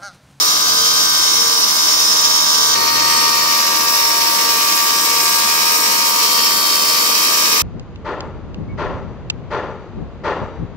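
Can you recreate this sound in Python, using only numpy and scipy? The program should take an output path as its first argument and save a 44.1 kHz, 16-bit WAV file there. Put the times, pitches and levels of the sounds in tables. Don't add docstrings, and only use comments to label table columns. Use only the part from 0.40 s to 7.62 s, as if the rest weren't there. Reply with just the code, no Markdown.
import sys
import numpy as np
from scipy import signal
from scipy.fft import rfft, irfft, next_fast_len
from scipy.io import wavfile

SR = 44100
rng = np.random.default_rng(int(sys.argv[2]) if len(sys.argv) > 2 else 0)


def bounce(signal):
    frames = np.transpose(np.atleast_2d(signal))
    limited = np.clip(frames, -1, 1)
    pcm = np.round(limited * 32767).astype(np.int16)
    wavfile.write(sys.argv[1], SR, pcm)


N = 318402
TIME = np.arange(N) / SR
SIZE = next_fast_len(N)
HZ = np.maximum(np.arange(SIZE // 2 + 1) * SR / SIZE, 1)
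SIDES = np.array([[1], [-1]])
WHEEL_HZ, BITE_RAMP_S = 77.425, 0.56
AT_PIPE_S, AT_SPRAY_S = 2.348, 5.84

# start_s, end_s, depth
BITES = [(-.3, 1.0, 0.7), (2.05, 3.05, 1), (5.716, 6.9, 1.0), (6.9, 7.4, 0.14)]


def from_db(db):
    return 10 ** (np.asarray(db) / 20)


def unit_rms(x):
    return x / np.sqrt(np.mean(x ** 2) + 1e-20)


def by_place(at_motor, at_pipe):
    moved = np.clip((TIME - AT_PIPE_S) / .01 + .5, 0, 1)
    return at_motor + (at_pipe - at_motor) * moved


def on_walk(at_motor, at_pipe, at_spray):
    walked = np.clip((TIME - AT_PIPE_S) / (AT_SPRAY_S - AT_PIPE_S), 0, 1)
    return by_place(at_motor, at_pipe + (at_spray - at_pipe) * walked)


def in_time(rows):
    time_s, *columns = np.transpose(rows)
    early = time_s < AT_PIPE_S
    return [by_place(np.interp(TIME, time_s[early], c[early]), np.interp(TIME, time_s[~early], c[~early]))
            for c in columns]


def over_hz(rows):
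    hz, *columns = np.transpose(rows)
    return [np.interp(np.log(HZ), np.log(hz), c) for c in columns]


def spells(rows, ramp_s):
    return sum(height * np.clip(np.minimum(TIME - start, end - TIME) / ramp_s + .5, 0, 1)
               for start, end, height in rows)


def drift(rate_hz):
    hop, settle = 100, 2000
    pole = np.exp(-2 * np.pi * hop * rate_hz / SR)
    white = rng.standard_normal(N // hop + settle + 2)
    slow = signal.lfilter([1], [1, -2 * pole, pole * pole], white)[settle:]
    return np.interp(np.arange(N) / hop, np.arange(len(slow)), unit_rms(slow))


def noise(gain, echo_count=14, echo_max_s=0.0084, echo_share=0.4):
    # freq_hz, correlation
    likeness = [(60, 0.88), (200, 0.85), (380, 0.48), (700, 0.18), (1300, -0.68), (2400, -0.1),
                (15000, 0.021)]
    alike = over_hz(likeness)[0]
    mid, side = rfft(rng.standard_normal((2, SIZE)))
    delays_s = echo_max_s * (np.arange(echo_count) + 1 + rng.random(echo_count)) / (echo_count + 1)
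    echoes = 1j * unit_rms(sum(np.sin(2 * np.pi * HZ * delay_s) for delay_s in delays_s))
    side = np.sqrt(1 - echo_share) * side + np.sqrt(echo_share) * echoes * mid
    width = np.sqrt((1 - alike) / (1 + alike + 1e-3))
    return irfft(gain * (mid + width * side * SIDES), SIZE)[:, :N] * np.sqrt(SR / 2)


def placed_noise(spectrum, shape):
    return by_place(*[noise(from_db(db) * shape) for db in over_hz(spectrum)])


def band(low_hz, high_hz):
    return 1 / np.sqrt((1 + (low_hz / HZ) ** 40) * (1 + (HZ / high_hz) ** 40))


def grit(repeat, wear):
    kept = np.exp(-wear * (1 + HZ / 4000))
    comb = (1 - kept ** 2) / (1 - 2 * kept * np.cos(2 * np.pi * HZ / WHEEL_HZ) + kept ** 2)
    return np.sqrt(1 - repeat + repeat * comb)


def tone(hz, level_db, waver, spread, rate_hz):
    angle = 2 * np.pi * (hz * TIME + rng.random())
    sine, cosine = np.sin(angle), np.cos(angle)
    mid = sine * (1 + waver * drift(rate_hz)) + cosine * waver * drift(rate_hz)
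    mid /= np.sqrt(.5 + waver ** 2)
    side = sine * drift(rate_hz / 2) + cosine * drift(rate_hz / 2)
    return from_db(level_db) * (mid + spread * min(hz / 700, 1) * side * SIDES)


def pressure_db():
    # time_s, level_db
    pressure = [(0.04, -23.5), (2.25, -23), (2.37, -28.5), (2.73, -23.5), (3.27, -27), (4.95, -25.5),
                (5.78, -26), (5.82, -23), (5.86, -26.5), (6.44, -28.5), (6.5, -26), (7.2, -25.5)]
    level_db, early = in_time(pressure)[0], TIME < AT_PIPE_S
    return level_db - by_place(level_db[early].mean(), level_db[~early].mean())


def drone(trim_db, shake, knock_db, smear_rad, sway_db):
    orders = (12, 13, 15, 16)
    # motor_db, motor_turned_db, pipe_db, spray_db
    balance = [(-9, -1, 1, -6), (-5, -1, -4, -7), (1.5, 0.59, 3, 1.5), (2, -0.42, 1, -6)]
    # motor_db, pipe_db, spray_db, motor_lead_rad, pipe_lead_rad
    bearings = [(-11, 3.1, 15.5, -.5, 2.27), (0, 5.5, -14, 2, .2), (8, 4.6, -3, 1.7, .36),
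                (-1.5, 2.5, 9, 1.6, 1.63)]
    # time_s, level_db
    level = [(0.04, -27.5), (1.73, -29.5), (1.81, -27), (2.34, -26), (2.36, -24), (2.9, -21), (3.02, -23),
             (3.12, -21), (3.18, -23.5), (4.79, -23), (5.57, -25.5), (5.77, -23), (6.28, -26),
             (7.18, -25.5)]
    # order, motor_db, pipe_db
    knock = [(11, -47, -46), (14, -41, -39), (17, -48, -44), (18, -47, -52)]

    def phasor(order):
        return np.exp(1j * (2 * np.pi * order * WHEEL_HZ * TIME + smear_rad * (order - np.mean(orders)) ** 2))

    out = sum(from_db(by_place(*db) + knock_db) * np.real(phasor(order) * np.exp(.35j * drift(1.0)))
              for order, *db in knock)
    turned = np.clip((TIME - 1) / 0.32 + .5, 0, 1)
    shares = from_db([on_walk(before + (after - before) * turned, *walk_db) + sway_db * drift(0.45)
                      for before, after, *walk_db in balance])
    gains = from_db(in_time(level)[0] + trim_db) * shares / np.sqrt(np.sum(shares ** 2, axis=0))
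    for order, gain, bearing in zip(orders, gains, bearings):
        ears = from_db(SIDES * on_walk(*bearing[:3]) / 2) * np.exp(.5j * by_place(*bearing[3:]) * SIDES)
        swing = phasor(order) * (1 + shake * (drift(19) + 1j * drift(5.4)))
        out = out + gain * np.real(swing * ears / ears.mean(axis=0))
    return np.sqrt(2) * out


def hum(frame_db, throb_hz, throb_depth):
    # order, motor_db, pipe_db
    frame_tones = [(1, -59, -57), (4, -50, -56), (7, -55, -47), (8, -46, -45), (9, -51, -46),
                   (19, -46, -50), (25, -50, -48), (28, -43, -45), (29, -48, -43)]
    # pitch_hz, motor_db, pipe_db
    motor_tones = [(201.3, -55, -51), (319, -48, -46.5), (1411, -43.5, -43.5)]
    frame = sum(tone(order * WHEEL_HZ, by_place(*db), waver=0.41, spread=0.5, rate_hz=1.0)
                for order, *db in frame_tones)
    motors = sum(tone(hz, by_place(*db), waver=0.23, spread=0.79, rate_hz=0.16)
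                 for hz, *db in motor_tones)
    near_sixth = tone(465.4, on_walk(-44, -51, -42.5), waver=0.2, spread=0.57, rate_hz=2.0)
    throb = 1 + throb_depth * np.cos(2 * np.pi * throb_hz * (TIME - 0.46))
    return from_db(frame_db) * frame + motors + throb * near_sixth


def panels(trim_db):
    orders = (20, 21, 23.83, 24, 32, 41, 47, 56, 64, 66)
    # motor_db, pipe_db, spray_db, bite_gain_db
    levels = [(-42, -47.5, -49, 7), (-46.5, -41.5, -35, -12.5), (-65, -36.5, -46, 3), (-45, -36.5, -45, 2),
              (-45, -49, -30, -15), (-47, -49, -39, 9.5), (-43.5, -42.5, -39.5, 3.5), (-40.5, -39, -40, 6),
              (-29, -32.5, -37, 4), (-24.5, -30, -34, -4.5)]
    biting = spells(BITES, BITE_RAMP_S)
    return from_db(trim_db) * sum(
        tone(order * WHEEL_HZ, on_walk(*db) + bite_db * biting, waver=0.47, spread=0.37, rate_hz=1.6)
        for order, (*db, bite_db) in zip(orders, levels))


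def squeal(order, base_db):
    # start_s, end_s, gain_db
    flares = [(2.58, 2.85, 14), (3.6, 4.1, 6), (4.55, 5.62, 13)]
    return tone(order * WHEEL_HZ, base_db + spells(flares, ramp_s=.1), waver=0.21, spread=0.57, rate_hz=6.2)


def whistles(base_db, count):
    orders = np.round(np.linspace(10800, 15400, count) / WHEEL_HZ + rng.uniform(-2, 2, count))
    level_db = base_db + by_place(-1, 0)
    return sum(np.clip(drift(.5), 0, 1.3) * tone(hz, level_db, waver=.6, spread=.9, rate_hz=9)
               for hz in orders * WHEEL_HZ)


def grinding(rasp_db, throb_depth, flicker_db):
    # order, motor_db, pipe_db
    whine_tones = [(40, -26, -26), (43, -24, -26), (49, -21, -25), (50, -26, -21), (51, -23, -25),
                   (54, -22, -21), (58, -20, -21), (60, -22, -20), (61, -21, -21), (62, -20, -21),
                   (63, -18, -21), (67, -18, -20), (68, -18, -27), (70, -13, -15), (71, -15, -21),
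                   (72, -16, -24), (73, -15, -20), (74, -18, -17), (75, -17, -21), (81, -18, -26),
                   (82, -19, -25), (83, -22, -19), (88, -14, -21)]
    # freq_hz, motor_db, pipe_db
    rasp_spectrum = [(1900, -70, -63.5), (2130, -67, -62), (2230, -70, -58.5), (2900, -64, -60.5),
                     (3170, -63.5, -63.5), (3760, -63.5, -64.5), (3960, -63, -60.5), (4650, -55, -60.5),
                     (4460, -59.5, -50.5), (5230, -53.5, -58.5), (5550, -54, -52.5), (6100, -55, -61.5),
                     (7000, -60, -57.5), (6760, -59, -65)]
    whine = sum(tone(order * WHEEL_HZ, by_place(*db), waver=0.23, spread=0.98, rate_hz=1.0)
                for order, *db in whine_tones)
    rasp = placed_noise(rasp_spectrum, band(1726, 6950) * grit(repeat=.42, wear=.06))
    rasp *= 1 + throb_depth * np.cos(2 * np.pi * WHEEL_HZ * TIME)
    pressed_db = pressure_db()
    whine *= from_db(by_place(-18, -19.5) + 0.35 * pressed_db)
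    rasp *= from_db(rasp_db + .6 * pressed_db)
    return from_db(flicker_db * drift(32)) * (whine + rasp)


def rim(pitch_hz, width_hz, chatter_db, flutter):
    # centre_s, length_s, gain_db
    catches = [(0.914, 0.28, 4), (1.026, .05, 6), (1.174, .04, 9), (1.245, .06, 11), (1.515, 0.087, 11),
               (1.678, .09, 5), (1.9, 0.3, 7), (2.176, 0.067, 7), (2.78, .15, -1), (3.602, 0.25, 9),
               (6.065, 0.099, 11), (7.12, 0.084, 9)]
    resonance = 1 / (1 + ((HZ - pitch_hz) / width_hz) ** 2) ** 2
    ringing = noise(resonance * grit(repeat=0.2, wear=0.082))
    ringing *= 1 + flutter * np.cos(2 * np.pi * WHEEL_HZ * TIME / 6)
    ringing *= from_db(chatter_db * drift(70))
    catch_db = sum(db * np.exp(-(2 * (TIME - centre_s) / length_s) ** 2)
                   for centre_s, length_s, db in catches)
    return from_db(by_place(-26.5, -27.5) + 0.89 * pressure_db() + catch_db) * unit_rms(ringing)


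def guard(trim_db, uneven_db):
    # pitch_hz, half_width_hz, left_lead_rad, motor_db, pipe_db, spray_db, bite_gain_db
    modes = [(2484, 36, 1.5, -48, -52, -31, -3), (3260, 130, 2, -35, -51, -43, 10),
             (3783, 120, 2.5, -23, -27, -30, 0.5), (4320, 51, 0, -53, -32.5, -36, 7),
             (4700, 115, 0.45, -36, -37.5, -33.5, 12.5), (6420, 100, 2.5, -42, -50, -31, -6)]
    strike_samples = (np.arange(N * WHEEL_HZ / SR - 1) * SR / WHEEL_HZ).round().astype(int)
    biting = spells(BITES, BITE_RAMP_S)
    out = 0
    for hz, half_width_hz, lead_rad, *db, bite_db in modes:
        strikes = np.zeros(N)
        strikes[strike_samples] = from_db(uneven_db * rng.standard_normal(len(strike_samples)))
        resonance = 1 / (1 + 1j * (HZ - hz) / half_width_hz) ** 2
        paths = np.exp(-2j * np.pi * HZ * rng.uniform(0, .004) + .5j * lead_rad * SIDES)
        ringing = unit_rms(irfft(rfft(strikes, SIZE) * resonance * paths, SIZE)[:, :N])
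        out = out + from_db(on_walk(*db) + bite_db * biting + trim_db) * ringing
    return out


def spray(trim_db, splutter_db, drops_per_s, drops_db):
    # freq_hz, motor_db, pipe_db
    hiss_spectrum = [(7370, -60.5, -62), (7840, -65, -63.5), (9280, -63, -68.5), (9700, -67.5, -73.5),
                     (10500, -66, -66), (11640, -62, -61.5), (11850, -63.5, -65), (12900, -66, -65),
                     (13800, -65.5, -65), (15600, -63.5, -64.5)]
    # time_s, level_db
    flow = [(0.04, -27), (0.38, -28), (2.41, -29), (2.73, -27.5), (4.75, -24.5), (6.97, -24), (7.15, -23.5)]
    hiss = unit_rms(placed_noise(hiss_spectrum, band(6850, 18460) * grit(repeat=0.92, wear=0.16)))
    hits = (rng.random((2, N)) < drops_per_s / SR) * rng.standard_normal((2, N))
    hits *= from_db(1.3 * np.minimum(rng.exponential(1, (2, N)), 4))
    tick_band = signal.butter(1, [2500, 14000], "band", fs=SR, output="sos")
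    drops = unit_rms(signal.sosfilt(tick_band, hits + 1e-18))
    level_db = in_time(flow)[0] + trim_db + splutter_db * drift(48)
    return from_db(level_db) * (hiss + from_db(drops_db) * drops)


def engine(trim_db, waver_db):
    # time_s, firing_hz, level_db
    revs = [(0, 98.1, -55), (.7, 99.6, -53), (.8, 87, -51), (1.2, 99.2, -57), (1.7, 100, -52),
            (2.3, 116.4, -49), (2.36, 66.7, -49), (2.7, 74.3, -45), (3.1, 74.9, -52), (3.8, 71.8, -55),
            (4.4, 68.5, -61), (7.22, 67.6, -80)]
    firing_hz, level_db = in_time(revs)
    angle = 2 * np.pi * np.cumsum(firing_hz) / SR
    firing = np.sin(angle) + from_db(on_walk(-13, 2, -8)) * np.sin(2 * angle)
    return np.sqrt(2) * from_db(level_db + trim_db + waver_db * drift(4.6)) * firing


def water_and_fans(rush_db, roar_db):
    # freq_hz, motor_db, pipe_db
    shop_spectrum = [(25, -90, -81), (50, -83, -87), (110, -73, -76.5), (209, -67, -65),
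                     (304.2, -67, -62.5), (550, -66, -63), (820, -64.5, -66.5), (880, -71, -65),
                     (1216, -65, -61.5), (1410, -76, -71), (1620, -60, -63)]
    # time_s, gain_db
    swell = [(0, 0), (1.2, -1.5), (2.3, 0), (2.4, 1), (3.5, -1), (5.3, -0.5), (6.2, 0), (7.22, 1)]
    rush = from_db(rush_db + in_time(swell)[0]) * placed_noise(shop_spectrum, band(15, 522))
    return rush + from_db(roar_db) * placed_noise(shop_spectrum, band(552, 1646))


def scene():
    machine = drone(trim_db=-0.37, shake=0.12, knock_db=0.3, smear_rad=0.22, sway_db=2.14)
    machine += hum(frame_db=-0.9, throb_hz=1.64, throb_depth=0.76)
    machine += panels(trim_db=-1.05) + squeal(order=106, base_db=-45) + whistles(base_db=-42.5, count=18)
    contact = grinding(rasp_db=.5, throb_depth=0.12, flicker_db=1.14)
    contact += rim(pitch_hz=5473, width_hz=110, chatter_db=1.5, flutter=0.31)
    contact += guard(trim_db=-2.5, uneven_db=2.0)
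    water = spray(trim_db=5.5, splutter_db=1.0, drops_per_s=440, drops_db=-11)
    shop = engine(trim_db=-2.0, waver_db=3.1) + water_and_fans(rush_db=1.3, roar_db=0.5)
    return machine + contact * from_db(-.4 * SIDES) + (water + shop) * from_db(1.05 * SIDES)


def record(dry):
    cutoff_hz, edge_hz = 15740, 60
    lowpass = np.clip((cutoff_hz - HZ) / edge_hz + .5, 0, 1)
    return irfft(rfft(np.clip(dry, -.92, .92), SIZE) * lowpass, SIZE)[:, :N]


dry = scene()
out = record(dry)
bounce(out)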